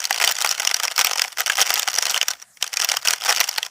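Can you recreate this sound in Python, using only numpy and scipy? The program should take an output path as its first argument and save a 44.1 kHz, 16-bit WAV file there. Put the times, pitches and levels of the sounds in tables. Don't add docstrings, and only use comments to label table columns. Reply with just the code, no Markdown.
import sys
import numpy as np
from scipy import signal
from scipy.io import wavfile
from scipy.ndimage import uniform_filter1d, minimum_filter1d

SR = 44100
rng = np.random.default_rng(int(sys.argv[2]) if len(sys.argv) > 2 else 0)


def amplitude_ratio(level_db):
    exponent = np.asarray(level_db, float) / 20
    return 10 ** exponent


def store_wav(level_fs):
    pcm = np.round(np.clip(np.atleast_2d(level_fs), -1, 1) * 32767)
    wavfile.write(sys.argv[1], SR, pcm.T.astype(np.int16))


N = 163170

# pitch_hz, density_db
AIR_COLOUR = [(30, -21), (150, -6.5), (420, -22), (800, -10), (1250, -9), (1800, -10), (4000, -21),
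              (5500, -5), (15500, -20)]
# pitch_hz, density_db
FILM_COLOUR = [(210, -44), (350, -53.5), (749, -8), (3960, 0.5), (5710, 4.5), (9330, -24.5), (15500, -5)]
# pitch_hz, width_hz, lift_db
POUCH_RESONANCES = [(3010, 1600, 5.5), (3812, 504, -19.5), (2600, 240, -5), (15500, 710, 4)]
# start_s, level_db, body_db, treble_db
SNAPS = [(0.0528, 0.0, -6, 5), (0.1075, 0.5, 5.5, 8), (0.2458, 1, -9, 5), (0.2753, 8.5, -1, 2.5),
         (0.3122, 0, 1, 9), (0.3205, -1.0, -12, 4), (0.4214, 0.5, -7.5, 0), (0.446, 1.5, 3, 0),
         (0.491, 0, -5, 2.5), (0.5115, 2, -6.5, 0), (0.743, 1.0, -5.5, -6), (0.8335, -2, 1, 5.0),
         (0.979, -1.5, 5.5, 5), (0.9916, 2.5, -0.5, -2), (1.0, -2.5, -4, -2.0), (1.0111, -0.5, 1, 0.0),
         (1.0154, -2, -9.0, -1), (1.0463, 5.5, 1.5, 3), (1.0691, 0.5, -7, -3), (1.2182, 2.5, 0, -2),
         (1.4047, 1.0, -0.5, 9), (1.4982, 4.5, 3.5, 2), (1.5797, -3, 3, -1.0), (1.6041, 0.5, -2, 1.0),
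         (1.6104, -6, 5, -4.0), (1.6144, 7, -6.5, -2.0), (1.7036, 6.5, -0.5, 5.5), (1.7396, 2, -8, 0),
         (1.777, -5.5, 0, -4), (1.795, 2, -7, 3), (1.9854, 3.5, -2.5, -3), (2.096, -1.5, -24, -10),
         (2.1434, 0.5, -3, 1), (2.1613, -5, 3, -4), (2.176, -2.5, -3, -1), (2.2831, 3, -1, 5),
         (2.7707, 0, -3, -10), (2.8459, 2.5, -2, 7), (2.8889, -0.5, -9, -2), (2.9147, -13, 0, -3),
         (2.969, -0.5, 0, -1), (3.0838, 9, -10, 0), (3.2808, -7, 9.0, 0.5), (3.2924, 8.5, 2.5, -10),
         (3.3022, 0, 5, -2.0), (3.3079, -1.5, 4, -5.0), (3.325, -0.5, -6, -3), (3.4024, 9, -7, 9),
         (3.4103, 5.5, -3.5, 3), (3.5816, -1.5, 2, -2)]
# start_s, level_db, body_db
SMALL_CREASES = [(0.0406, -5.5, -4), (0.1273, -5.5, -4.5), (0.2003, -2.5, 5.5), (0.2132, -3.5, 6),
                 (0.2199, -5.5, 6), (0.2265, -3.5, 3), (0.2398, 0.5, 5), (0.2908, -6.5, 0),
                 (0.3859, -5, 2.5), (0.4135, -3, 0), (0.461, -2.5, -1), (0.4734, -5, 0), (0.5238, -6.5, 8),
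                 (0.5982, -2.5, 0), (0.6017, -6, 5), (0.6195, -9, 3), (0.6301, -7.5, 9), (0.6496, -3, 3),
                 (0.6733, 2, -8), (0.692, -10.5, -2), (0.7004, -17, 12), (0.7123, -3, 2),
                 (0.7606, -15, -11), (0.7659, -7.5, -10), (0.799, -2, 4.5), (0.8378, -7, 2),
                 (0.845, -8, -4.0), (0.8514, -1, 0.0), (0.8798, -5, 5), (0.9126, -8.5, 4),
                 (0.9619, -4.5, -4.5), (1.0597, -8, -3), (1.0944, -9.5, 2), (1.1111, -4.5, 5),
                 (1.1168, -10.5, -9.5), (1.133, -5.5, 0), (1.1815, -5.5, 4.5), (1.1947, -1, 4.5),
                 (1.24, -8.5, 3), (1.2464, -8, 8.5), (1.3838, -7, -1), (1.3977, -7, 1.0), (1.4165, -8.5, 8),
                 (1.461, -3, -5), (1.4692, -5, 4), (1.4779, -10.5, 11), (1.5194, -3.5, -0.5),
                 (1.5855, -4.5, 5), (1.5927, -5, 12), (1.5989, -7, 1.5), (1.6196, -1, -6), (1.6241, 0, 4),
                 (1.6277, -7.5, -9),
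                 (1.694, -6.0, 1), (1.7632, -8, -4), (1.7703, -13, 10), (1.783, -10, -5), (1.821, -11, 2.0),
                (1.8296, -3.0, 1), (1.8762, -1.5, 3.5), (1.885, -5, 0), (1.9403, -6, -3),
                (1.9604, -6.5, -11), (2.0243, 0, -3.5), (2.0543, -1.5, -7), (2.0669, -1, 0),
                (2.0779, -18, 20), (2.1039, -5.5, -8.0), (2.1105, -2.0, -9), (2.119, -8, -4.0),
                (2.1506, -21, -7), (2.1679, -9, 12.5), (2.2134, -1.5, -2.5), (2.2284, -5, 4),
                (2.305, -6.5, -17), (2.3113, -8.5, -6), (2.6254, 1.5, -6.5), (2.6769, -12.5, -17),
                (2.7385, -4, 0.5), (2.7998, -2, 0), (2.8134, -5.5, 4.5), (2.8188, -2.5, -1.5),
                (2.8249, -7.5, 6.0), (2.8348, -9.5, 7), (2.8975, -4.5, -9), (2.917, 0.5, -5),
                (2.9331, -18, 7.0), (2.9397, -7.5, 10.5), (2.9485, -20, -8), (3.05, -8.5, -11),
                (3.0541, -3.5, 1.5), (3.0585, -9, -1), (3.0735, 1.5, -6), (3.107, 1.5, -1),
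                (3.1343, 1, -3.0), (3.2487, -8.5, 6), (3.2574, -5, 5), (3.2873, -6, 4), (3.319, -6, 5.5),
                (3.3484, -8.5, -8), (3.3622, -4.5, -7), (3.3717, -5.0, 1), (3.381, -9, -5),
                (3.4405, -6, -9), (3.4906, -4, -9), (3.629, -2.5, -2.5)]
# start_s, level_db
FAINT_RUSTLE = [(0.0029, -7), (0.0172, -16.0), (0.0264, -16.0), (0.0717, -17.0), (0.0953, -18),
                (0.1437, -9), (0.1518, -16), (0.1604, -6.5), (0.1777, -10), (0.1827, -8), (0.2572, -11),
                (0.2964, -14), (0.3527, -11.5), (0.366, -11), (0.4057, -6), (0.505, -16), (0.544, -18),
                (0.5492, -13.5), (0.5789, -10), (0.874, -14), (0.9026, -20), (0.9196, -9.5), (1.1575, -6.5),
                (1.1752, -7.5), (1.257, -16), (1.2795, -12.5), (1.3206, -21), (1.327, -18), (1.372, -13.5),
                (1.3899, -9), (1.5327, -11.5), (1.5545, -7), (1.5704, -5.5), (1.6604, -12), (1.6667, -8),
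                (1.675, -12), (1.6863, -14), (1.717, -9.5), (1.7289, -12.5), (1.7567, -4), (1.8406, -21),
                (1.8994, -16), (1.9049, -14),
                (1.9152, -14), (1.9314, -10), (1.9523, -8.5), (1.9747, -15), (2.0106, -11.5),
               (2.0307, -11.5), (2.0363, -14), (2.0839, -24), (2.138, -20), (2.3346, -18.5),
               (2.3992, -27.5), (2.4178, -26), (2.4241, -20.5), (2.5711, -25.5), (2.6119, -25),
               (2.642, -10.5), (2.6643, -12.5), (2.7306, -8.5), (2.7954, -9.5), (3.015, -27), (3.023, -22),
               (3.0285, -18.5), (3.1294, -12), (3.1593, -18), (3.181, -21.5), (3.2026, -21),
               (3.2104, -15.5), (3.2193, -12), (3.23, -16.0), (3.2377, -9.5), (3.2625, -6), (3.2681, -4.5),
               (3.4324, -15), (3.4771, -12), (3.5123, -14), (3.5219, -24), (3.5284, -14), (3.54, -17),
               (3.5514, -20), (3.5612, -13.5), (3.577, -11.5), (3.65, -14.5), (3.6637, -16.5)]

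AIR_DB, AIR_PATCHY_DB = -55, 5.5
TILT_PER_OCTAVE, MODE_SPREAD_DB, TREBLE_SPREAD_DB = 1.7, 4.5, 6
PATCH_DB, PATCH_OCTAVES = 6.0, 0.46
SWELL_S, BUCKLE_S, CLICK_SHARE, GRIT_DB = 0.0006, 0.0012, 0.49, 3.5
RING_CYCLES, RING_MIN_S, POUCH_LOW_HZ = 19.5, 0.006, 398
SNAP_DB = 10
TICKS_PER_S, TICK_SPREAD_DB, TICK_MAX_DB = 990, 3, 9
TICK_BODY_DB, TICK_BODY_SPREAD_DB, TICK_TREBLE_DB = 4, 1, -4.5
AFTER_S, AFTER_DB, BEFORE_S, BEFORE_DB, SETTLE_S, SETTLE_DB = 0.016, -28, 0.0052, -15, 0.044, -38.5
PAN_DB, PAN_T60_S, PAN_CUT_HZ = -16, 0.034, 7100
PUFF_DB, PUFF_LOW_HZ, PUFF_HIGH_HZ = -24.5, 109, 324
PEAK_LIMIT, TREBLE_CUT_HZ, TREBLE_LEAK_DB = 0.97, 15750, -16


def rms_one(x):
    return x / np.sqrt(np.mean(x ** 2) + 1e-20)


def at_hz(points, hz):
    point_hz, point_db = np.array(points).T
    return np.interp(np.log(hz), np.log(point_hz), point_db)


def fade(x, seconds):
    return signal.lfilter([1], [1, -np.exp(-1 / (seconds * SR))], x + 1e-18)


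def drift(rate_hz):
    hold_s = 1 / (80 * np.pi * rate_hz)
    noise = rng.standard_normal(N // 40 + 2000)
    slow = fade(fade(noise, hold_s), hold_s)[1900:]
    return np.interp(np.arange(N) / 40, np.arange(len(slow)), rms_one(slow))


def air():
    out = 0
    edges = 25 * 2 ** np.arange(0, 9.4, 1 / 3)
    white = rng.standard_normal((2, N))
    for k, (low, high) in enumerate(zip(edges, edges[1:])):
        bandpass = signal.butter(2, [low, high], "band", fs=SR, output="sos")
        band = signal.sosfilt(bandpass, white[k % 2])
        level_db = at_hz(AIR_COLOUR, np.sqrt(low * high)) + AIR_PATCHY_DB * drift(6.2)
        out = out + amplitude_ratio(level_db) * band
    return amplitude_ratio(AIR_DB) * rms_one(out)


def mode_strengths(modes, level_db, body_db, treble_db):
    lift = sum(db / (1 + (2 * (modes - mid) / wide) ** 2) for mid, wide, db in POUCH_RESONANCES)
    colour = amplitude_ratio(at_hz(FILM_COLOUR, modes) + lift) * np.sqrt(modes / 3500)
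    tilt = TILT_PER_OCTAVE * body_db[:, None] * np.clip(np.log2(3500 / modes), 0, 1)
    tilt = tilt + treble_db[:, None] * (modes > 7500)
    facet_hz = 700 * 2 ** (3.5 * rng.random((len(level_db), 1)))
    tilt = tilt + PATCH_DB * np.exp(-(np.log2(modes / facet_hz) / PATCH_OCTAVES) ** 2)
    spread_db = MODE_SPREAD_DB * np.where(modes > 7500, 0.5, 1)
    share = colour * amplitude_ratio(tilt + spread_db * rng.standard_normal(tilt.shape))
    return share * amplitude_ratio(level_db)[:, None] / np.linalg.norm(share, axis=1, keepdims=True)


def film(onset, level_db, body_db, treble_db):
    modes = np.geomspace(400, 16200, 40)
    share = mode_strengths(modes, level_db, body_db, treble_db)
    grit = amplitude_ratio(GRIT_DB * rng.standard_normal(N))
    slips = rms_one(rng.standard_normal((2, N)) * grit)
    signs = 0.5 + rng.standard_normal(share.shape)
    out = np.zeros(N)
    for k, hz in enumerate(modes):
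        hits = np.bincount(onset, share[:, k], N)
        hold_s = BUCKLE_S * (3500 / hz) ** 0.4
        swell_s = SWELL_S * (3500 / hz) ** 0.75
        burst = fade(fade(hits, swell_s), hold_s) / (SR * swell_s * np.sqrt(SR * hold_s))
        click = np.bincount(onset + int(swell_s * SR), share[:, k] * signs[:, k], N)[:N]
        push = CLICK_SHARE * click + burst * slips[k % 2]
        radius = amplitude_ratio(-60 / (max(RING_CYCLES / hz, RING_MIN_S) * SR))
        turn = 2 * np.pi * hz / SR
        ring = signal.lfilter([1, 0, -1], [1, -2 * radius * np.cos(turn), radius * radius], push)
        out += np.sqrt(1 - radius) * ring
    return signal.sosfilt(signal.butter(3, POUCH_LOW_HZ, "high", fs=SR, output="sos"), out)


def sachet():
    rustle = [(s, db, 0) for s, db in FAINT_RUSTLE]
    large = np.transpose(SNAPS)
    small = np.transpose(SMALL_CREASES + rustle)
    start_s, level_db, body_db = np.concatenate([large[:3], small], axis=1)
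    creases = np.clip((start_s * SR).astype(int), 0, N - 1)

    kicks = np.bincount(creases, amplitude_ratio(level_db), N)
    strain = amplitude_ratio(AFTER_DB) * fade(kicks, AFTER_S)
    strain = strain + amplitude_ratio(BEFORE_DB) * fade(kicks[::-1], BEFORE_S)[::-1]
    strain = strain + amplitude_ratio(SETTLE_DB) * fade(kicks, SETTLE_S)

    ticks = np.flatnonzero(rng.random(N) < TICKS_PER_S / SR)
    size_db = np.minimum(TICK_SPREAD_DB * rng.exponential(1, len(ticks)), TICK_MAX_DB)
    tick_db = 20 * np.log10(strain[ticks] + 1e-9) + size_db
    tick_body_db = rng.normal(TICK_BODY_DB, TICK_BODY_SPREAD_DB, len(ticks))
    treble_db = rng.normal(TICK_TREBLE_DB, TREBLE_SPREAD_DB, small.shape[1] + len(ticks))
    return film(
        np.concatenate([creases, ticks]),
        np.concatenate([level_db + SNAP_DB, tick_db]),
        np.concatenate([body_db, tick_body_db]),
        np.concatenate([large[3], treble_db]))


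def pan(x):
    t = np.arange(SR // 8) / SR
    tail = rng.standard_normal(len(t)) * amplitude_ratio(-60 * t / PAN_T60_S)
    tail = signal.sosfilt(signal.butter(2, PAN_CUT_HZ, fs=SR, output="sos"), tail)
    return amplitude_ratio(PAN_DB) * signal.fftconvolve(x, tail / np.sqrt(np.sum(tail ** 2)))[:N]


def puff(x):
    push = np.tanh(2 * x) * rng.standard_normal(N)
    bandpass = signal.butter(1, [PUFF_LOW_HZ, PUFF_HIGH_HZ], "band", fs=SR, output="sos")
    return amplitude_ratio(PUFF_DB) * signal.sosfilt(bandpass, push)


def scene():
    bag = sachet()
    return (air() + bag + pan(bag) + puff(bag))[None]


def low_pass(x):
    return signal.sosfilt(signal.butter(12, 16640, fs=SR, output="sos"), x)


def record(dry):
    gain = minimum_filter1d(PEAK_LIMIT / np.maximum(np.abs(dry), PEAK_LIMIT), size=131)
    x = dry * uniform_filter1d(gain, size=131)
    lowpass = signal.cheby2(16, 30, TREBLE_CUT_HZ, fs=SR, output="sos")
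    cut = signal.sosfiltfilt(lowpass, x)
    loudness = uniform_filter1d(np.abs(x), size=131)
    leak = amplitude_ratio(TREBLE_LEAK_DB) * loudness * (x - cut)
    return low_pass(cut + leak)


dry = scene()
out = record(dry)
store_wav(out)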